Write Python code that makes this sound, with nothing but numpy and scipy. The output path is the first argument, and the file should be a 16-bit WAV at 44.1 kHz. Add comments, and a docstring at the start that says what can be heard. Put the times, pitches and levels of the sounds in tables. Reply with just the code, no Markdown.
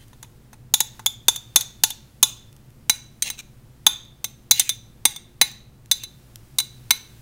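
"""A metal utensil knocks and scrapes soft paste out of a small china dish over a steel mixing bowl.
An appliance hums under a faint hiss. At first the dish leans on the bowl and rings lower: each knock is
a hard crack, the modes of the dish and a dull note of the bowl, answered by a small kitchen.
Lifted before 3 s, the dish rings on a higher note; near 4 s it touches the bowl again, more lightly.
Knocks, squeaky scrapes and wet ticks go on to the end; the loudest knocks overload the close microphone."""
import sys
import numpy as np
from scipy import signal
from scipy.fft import rfft, irfft
from scipy.io import wavfile
from scipy.ndimage import uniform_filter1d

SR = 44100
rng = np.random.default_rng(int(sys.argv[2]) if len(sys.argv) > 2 else 0)


def output_pcm(signal):
    """Save a mono or channel-first signal as 16-bit PCM at the path in sys.argv[1].

    Samples are clipped to [-1, 1] before scaling.
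    """
    pcm = np.clip(np.atleast_2d(signal).T, -1, 1) * 32767
    wavfile.write(sys.argv[1], SR, np.round(pcm).astype(np.int16))


N = 317961

# lines of the appliance hum: f/Hz, rms level/dB, relative depth of fluctuation
HUM_LINES = [(58.5, -58.5, .15), (110.2, -58.5, .7), (116.2, -57, 1.6), (127, -59, 1), (219, -62.5, 1.2),
             (352, -70, 0.46), (490, -77, 0.37)]
# spectrum of the low room noise: f/Hz, relative level/dB
RUMBLE_SPECTRUM = [(20, -3), (45, -5.5), (80, -12.5), (105, -4.5), (130, 0.5), (170, -10.5), (260, -13),
                   (400, -19), (700, -24), (1500, -31), (4000, -44), (16000, -59.5)]
# spectrum of the hiss: f/Hz, relative level/dB
HISS_SPECTRUM = [(100, 2), (700, -4), (1500, -1), (3000, -1.5), (6000, -3.5), (10000, -4), (16000, -5)]
# envelope of the hiss: t/s, relative level/dB
HISS_ENVELOPE = [(0.0, -62.5), (0.78, -68), (0.96, -58.5), (1.1, -67), (1.46, -61.5), (2.71, -65.5),
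                 (3.17, -64.5), (3.71, -65.5), (3.91, -64.5), (4.09, -66.5), (4.75, -64.5), (5.81, -67.5),
                 (6.08, -62), (6.62, -61.5), (6.78, -59.5), (7.2, -58.5)]
# reverberation time of the kitchen: f/Hz, T60/s
ROOM_DECAY = [(200, 0.28), (900, 0.43), (2200, .45), (3600, 0.46), (6500, 0.39), (11000, 0.23),
              (16000, 0.3)]
# wet ticks of the paste: t/s, level/dB
PASTE_TICKS = [(0.0823, -45), (1.141, -40), (1.684, -47), (2.528, -42), (2.565, -43), (2.704, -46.5),
               (4.051, -45), (5.516, -33), (5.859, -39), (6.358, -26)]
# modes of dish and bowl: f/Hz, level when free/dB, level when leaning/dB, unscaled T60/s
MODES = [(845, -20.5, -22.5, 0.09), (936, -28.5, -6, .07), (1100, -27.5, -14, 0.051),
         (1480, -26, -21.5, 0.17), (2160, -0.5, -12.5, 0.11), (2780, -16, -16, .05), (3170, -23, -16, .05),
         (3575, -7, 3, .14), (3958, 2, -13, .13), (4260, -21, -18, .05), (4918, -14.5, -24, .09),
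         (5530, -20.5, -14, .07), (6058, -4.5, -15.5, .08), (6160, -9.5, -18, 0.13),
         (6404, -10, -3.5, 0.07), (6750, -15, -15, 0.034), (6990, -24.5, -2.5, 0.084),
         (8140, -26, -4.5, .04), (8600, -11.5, -11.5, 0.045), (8665, 2, -21.5, 0.089),
         (9240, -26.5, -15.5, 0.12), (10900, -29.5, -10.5, 0.12), (10270, -13, -1, 0.046),
         (10890, -11.5, -15, 0.02), (12020, -7.5, -19.5, 0.04), (11170, -10.5, -13.5, 0.14),
         (12870, -23.5, -7, 0.047), (13980, -5.5, -12.5, .05), (13940, -20, -13, .05),
         (15400, -7.5, -13.5, 0.082)]
# spectrum of the crack of metal on china: f/Hz, relative level/dB
CRACK_SPECTRUM = [(100, -15.5), (300, -1.5), (560, -19.5), (950, 1.5), (1400, -3), (2200, 11.5), (3600, 5),
                  (5000, -7), (6600, 4.5), (9500, -3.5), (13000, 1), (16000, -8.5)]
# strokes along the glaze: t/s, duration/s, peak level/dB, squeak's first f/Hz, squeak's last f/Hz
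SCRAPES = [(-.05, 0.098, -54.5, 3300, 3060), (.231, 0.026, -52, 1100, 920),
           (0.527, 0.021, -49.5, 1028, 815), (3.232, 0.064, -28.5, 2900, 2580),
           (3.285, 0.074, -47, 2700, 2595), (3.376, 0.036, -34, 2690, 2335),
           (4.534, 0.097, -29, 2660, 3120), (4.603, 0.13, -40.5, 2800, 2225),
           (5.972, 0.09, -45.5, 2800, 2660)]
# contact of dish and bowl: t/s, firmness (0 free, 1 leaning)
LEAN = [(0, 0.95), (2.3, 1), (2.8, 0.24), (3.4, 0.16), (3.87, 0.59), (4.2, 0.42)]
# bands of a knock: lower f/Hz, upper f/Hz, level when free/dB, level when leaning/dB
# (rows: thud of the bowl, low clank, lower dish note, upper dish note, clang, sizzle)
KNOCK_BANDS = [(200, 1406, -22, -18), (1620, 3010, -13, -16.5), (3243, 3732, -22, -8.5),
               (3803, 4285, -7.5, -15), (4650, 9200, -5.5, -5), (8520, 17000, -8.5, -6)]
# blows of the utensil: t/s, level/dB, extra thud from the hand's weight/dB,
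# tilt towards the upper dish note/dB, f/Hz favoured by the struck spot
KNOCKS = [(0.1309, -57.5, 20.5, 8, 6400), (0.2277, -39.5, 11, 0, 6000), (.5304, -50, 18, 2, 6400),
          (0.7391, -10, -3, 2, 6780), (0.804, -14, 1, 4, 6000), (0.9939, -45, 22, 2, 6020),
          (1.0611, -14.5, -1.5, -5, 6960), (1.2829, -10, 1.5, -6, 6460), (1.36, -28.5, -4.5, -1, 6430),
          (1.5594, -5.5, -1, 0, 6370), (1.6089, -25, -9, -0.5, 6450), (1.8362, -9.5, 1, 4, 6160),
          (1.904, -29.5, 0.5, -3, 10440), (2.2284, -6.5, -1, 3, 6660), (2.8961, -10.5, 3, 4, 6360),
          (3.2224, -16, -9, -0.5, 6350), (3.301, -25.5, 2, 1.5, 8715), (3.8656, -7.5, 6, -13.5, 6440),
          (4.243, -22.5, 1, -4, 5930), (4.5105, -5.5, -6.5, 3, 5920), (4.5958, -10, -8.5, -3, 6430),
          (4.6923, -17, -3.5, -9, 6030), (5.0532, -7.5, 2.5, -6, 8510), (5.1618, -36, 3.5, -16, 5960),
          (5.4134, -7.5, 3, 5.5, 2140), (5.9138, -12.5, -5, 6.5, 5970), (6.0352, -32.5, 0.5, 7.5, 6200),
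          (6.5851, -16, -3.5, 7.5, 8750), (6.6006, -22.5, 1.5, 4, 8685), (6.9068, -9, 2, 3.5, 2140)]


def gain_of(db):
    """Amplitude ratio of a level in decibels."""
    return 10 ** (np.asarray(db) / 20)


def unit_rms(x):
    """Normalisation to rms 1."""
    return x / np.sqrt(np.mean(x ** 2) + 1e-20)


def decay(t, t60):
    """Exponential damping: the amplitude falls 60 dB in t60 seconds."""
    return np.exp(-np.log(1000) * t / t60)


def value_at(points, hz):
    """Interpolation on a logarithmic frequency axis."""
    f, value = np.transpose(points)
    return np.interp(np.log(hz + 1), np.log(f + 1), value)


def add(mix, onset_s, sound):
    """Superposition of a sound on the mix from its onset."""
    start = round(onset_s * SR)
    sound = sound[max(-start, 0):]
    part = mix[max(start, 0):][:len(sound)]
    part += sound[:len(part)]


def noise(spectrum, size):
    """Spectral shaping of white noise, at rms 1."""
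    gains = gain_of(value_at(spectrum, np.fft.rfftfreq(size, 1 / SR)))
    return unit_rms(irfft(rfft(rng.standard_normal(size)) * gains, size))


def drift(rate_hz):
    """Slow random fluctuation: low-passed noise of rms 1."""
    lowpass = np.exp(-(np.fft.rfftfreq(N, 1 / SR) / rate_hz) ** 2)
    return unit_rms(irfft(rfft(rng.standard_normal(N)) * lowpass, N))


def band(x, low_hz, high_hz):
    """Causal band-pass filtering."""
    return signal.sosfilt(signal.butter(3, [low_hz, high_hz], "band", fs=SR, output="sos"), x)


def background(rumble_db=-52.0, waver_hz=22.0, hiss_lift_db=2.5):
    """Random modulation broadens the appliance's hum lines, over low room noise and a thin hiss."""
    t = np.arange(N) / SR
    hum = np.zeros(N)
    for hz, db, depth in HUM_LINES:
        modulation = 1 + depth * (drift(waver_hz) + 1j * drift(waver_hz))
        carrier = np.exp(2j * np.pi * (hz * t + rng.random()))
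        hum += gain_of(db) * unit_rms((modulation * carrier).real)
    hiss_db = hiss_lift_db + np.interp(t, *np.transpose(HISS_ENVELOPE))
    hiss = gain_of(hiss_db) * noise(HISS_SPECTRUM, N)
    return hum + gain_of(rumble_db) * noise(RUMBLE_SPECTRUM, N) + hiss


def kitchen(direct, reverb_db=-18.5, build_s=0.0037, reflections_per_s=4000):
    """Reverberation: dense reflections of random sign follow the sound, each band at its own decay rate."""
    size = SR * 3 // 4
    reflections = rng.choice([-1., 1.], size) * (rng.random(size) < reflections_per_s / SR)
    hz, t, spectra = signal.stft(reflections, SR, nperseg=256)
    tail = signal.istft(spectra * decay(t, value_at(ROOM_DECAY, hz)[:, None]), SR)[1]
    tail *= 1 - np.exp(-(np.arange(len(tail)) / SR / build_s) ** 2)
    return direct + gain_of(reverb_db) * signal.fftconvolve(direct, tail / np.linalg.norm(tail))[:N]


def paste(fade_s=0.0013):
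    """Adhesion fails: the paste lets go in small sticky pops, each a damped burst of noise."""
    out, t = np.zeros(N), np.arange(SR // 64) / SR
    for onset, db in PASTE_TICKS:
        pop = band(rng.standard_normal(len(t)), 1400, 15500) * np.exp(-t / fade_s)
        add(out, onset, gain_of(db) * pop)
    return out


def bowl_afterring(hz=3520, db=-40.5, t60=0.8):
    """Free vibration of one lightly damped mode: the steel bowl sings on faintly."""
    t = np.arange(SR) / SR
    return gain_of(db) * decay(t, t60) * np.sin(2 * np.pi * hz * t)


def dish_ring(t, t60_scale, lean, shift_hz, favoured_hz, favour_db=7.5, scatter_db=-1.5, detune_hz=4.0):
    """Modal superposition: contact with the bowl and the struck spot weight the damped modes."""
    hz, free_db, leaning_db, t60 = np.transpose(MODES)[:, :, None]
    scatter, detune, phase = rng.standard_normal((3, len(hz), 1))
    hz = hz + shift_hz + detune_hz * detune
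    db = free_db + lean * (leaning_db - free_db) + scatter_db * scatter
    db += favour_db * np.exp(-((hz - favoured_hz) / 120) ** 2)
    return (gain_of(db) * decay(t, t60 * t60_scale) * np.sin(2 * np.pi * (hz * t + phase))).sum(0)


def scrapes(slips_per_s=3000, jitter=0.045, grit_db=-2.0, squeak_db=-0.5, grit_s=0.0004):
    """Stick-slip friction on the glaze: tiny blows excite the damped dish under a rough, gliding squeak."""
    out, impulse_t = np.zeros(N), np.arange(SR // 16) / SR
    for onset, duration, db, from_hz, to_hz in SCRAPES:
        t = np.arange(0, duration, 1 / SR)
        size = len(t)
        slips = rng.standard_normal(size) * (rng.random(size) < slips_per_s / SR)
        damped_ring = dish_ring(impulse_t, t60_scale=0.065, lean=0.17, shift_hz=0, favoured_hz=6400)
        body = unit_rms(signal.fftconvolve(slips, damped_ring)[:size])
        click = noise(CRACK_SPECTRUM, len(impulse_t)) * np.exp(-impulse_t / grit_s)
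        grit = unit_rms(band(signal.fftconvolve(slips, click)[:size], 1500, 7300))
        wobble = unit_rms(uniform_filter1d(rng.standard_normal(size), size=40))
        squeak_hz = np.linspace(from_hz, to_hz, size) * (1 + jitter * wobble)
        squeak = np.sin(2 * np.pi * np.cumsum(squeak_hz) / SR)
        pressure = np.interp(t / duration, [0, 0.79, 1], [0.19, 1, 0.15])  # builds, then lets go
        friction = unit_rms(body + gain_of(grit_db) * grit + gain_of(squeak_db) * squeak)
        add(out, onset, gain_of(db) * pressure * friction)
    return out


def impact(lean, favoured_hz, ring_db=-4.5, chatter_db=-0.3, crack_db=-4.5, lean_crack_db=5.5):
    """Impact excitation: metal cracks and chatters on china, pinching the modes; then they ring free."""
    t = np.arange(SR // 4) / SR
    t60_scale = np.interp(lean, [0, 1], [0.72, 0.86])
    shift_hz = -48 * lean ** 3  # firm leaning flattens the ring
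    contact = decay(t, 0.032 * t60_scale)
    crack = unit_rms(noise(CRACK_SPECTRUM, len(t)) * contact)
    force = rng.standard_normal(len(t)) * contact
    pinched_ring = dish_ring(t, t60_scale=0.31, lean=lean, shift_hz=shift_hz, favoured_hz=favoured_hz)
    chatter = unit_rms(signal.fftconvolve(force, pinched_ring)[:len(t)])
    ring = unit_rms(dish_ring(t, t60_scale, lean, shift_hz, favoured_hz))
    vibration = gain_of(ring_db) * ring + gain_of(chatter_db) * chatter
    return vibration + gain_of(crack_db + lean_crack_db * lean) * crack


def band_levels(lean, thud_db, tilt_db, favoured_hz, spot_db=2.5, clank_share=0.59):
    """Coupling to the bowl colours a knock; weight adds thud, and the spot tilts the two dish notes."""
    low_hz, high_hz, free_db, leaning_db = np.transpose(KNOCK_BANDS)
    db = free_db + lean * (leaning_db - free_db)
    db += spot_db * ((low_hz <= favoured_hz) & (favoured_hz < high_hz))
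    db += np.array([thud_db, clank_share * thud_db, -tilt_db, tilt_db, 0, 0])
    return zip(low_hz, high_hz, db)


def knocks(attack_s=0.02):
    """Transient response: each impact sounds in six bands and, through the contact, rings the bowl."""
    out, attack = np.zeros(N), round(attack_s * SR)
    for onset, strength_db, thud_db, tilt_db, favoured_hz in KNOCKS:
        lean = np.interp(onset, *np.transpose(LEAN))
        blow = impact(lean, favoured_hz)
        for low_hz, high_hz, db in band_levels(lean, thud_db, tilt_db, favoured_hz):
            part = band(blow, low_hz, high_hz)
            add(out, onset, gain_of(strength_db + db) * part / np.std(part[:attack]))
        add(out, onset, gain_of(strength_db) * lean ** 3 * bowl_afterring())
    return out


def scene():
    """Superposition: knocks, scrapes and paste reverberate in the kitchen, over the background."""
    return (kitchen(knocks() + scrapes() + paste()) + background())[None]


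def record(dry, ceiling=0.86, cutoff_hz=15900):
    """Saturation: the microphone overloads with a firm knee, and a low-pass limits the bandwidth."""
    clipped = dry / (1 + (dry / ceiling) ** 6) ** (1 / 6)
    lowpass = signal.firwin(255, cutoff_hz, window=("kaiser", 7), fs=SR)
    return signal.oaconvolve(clipped, lowpass[None], "same")


dry = scene()
out = record(dry)
output_pcm(out)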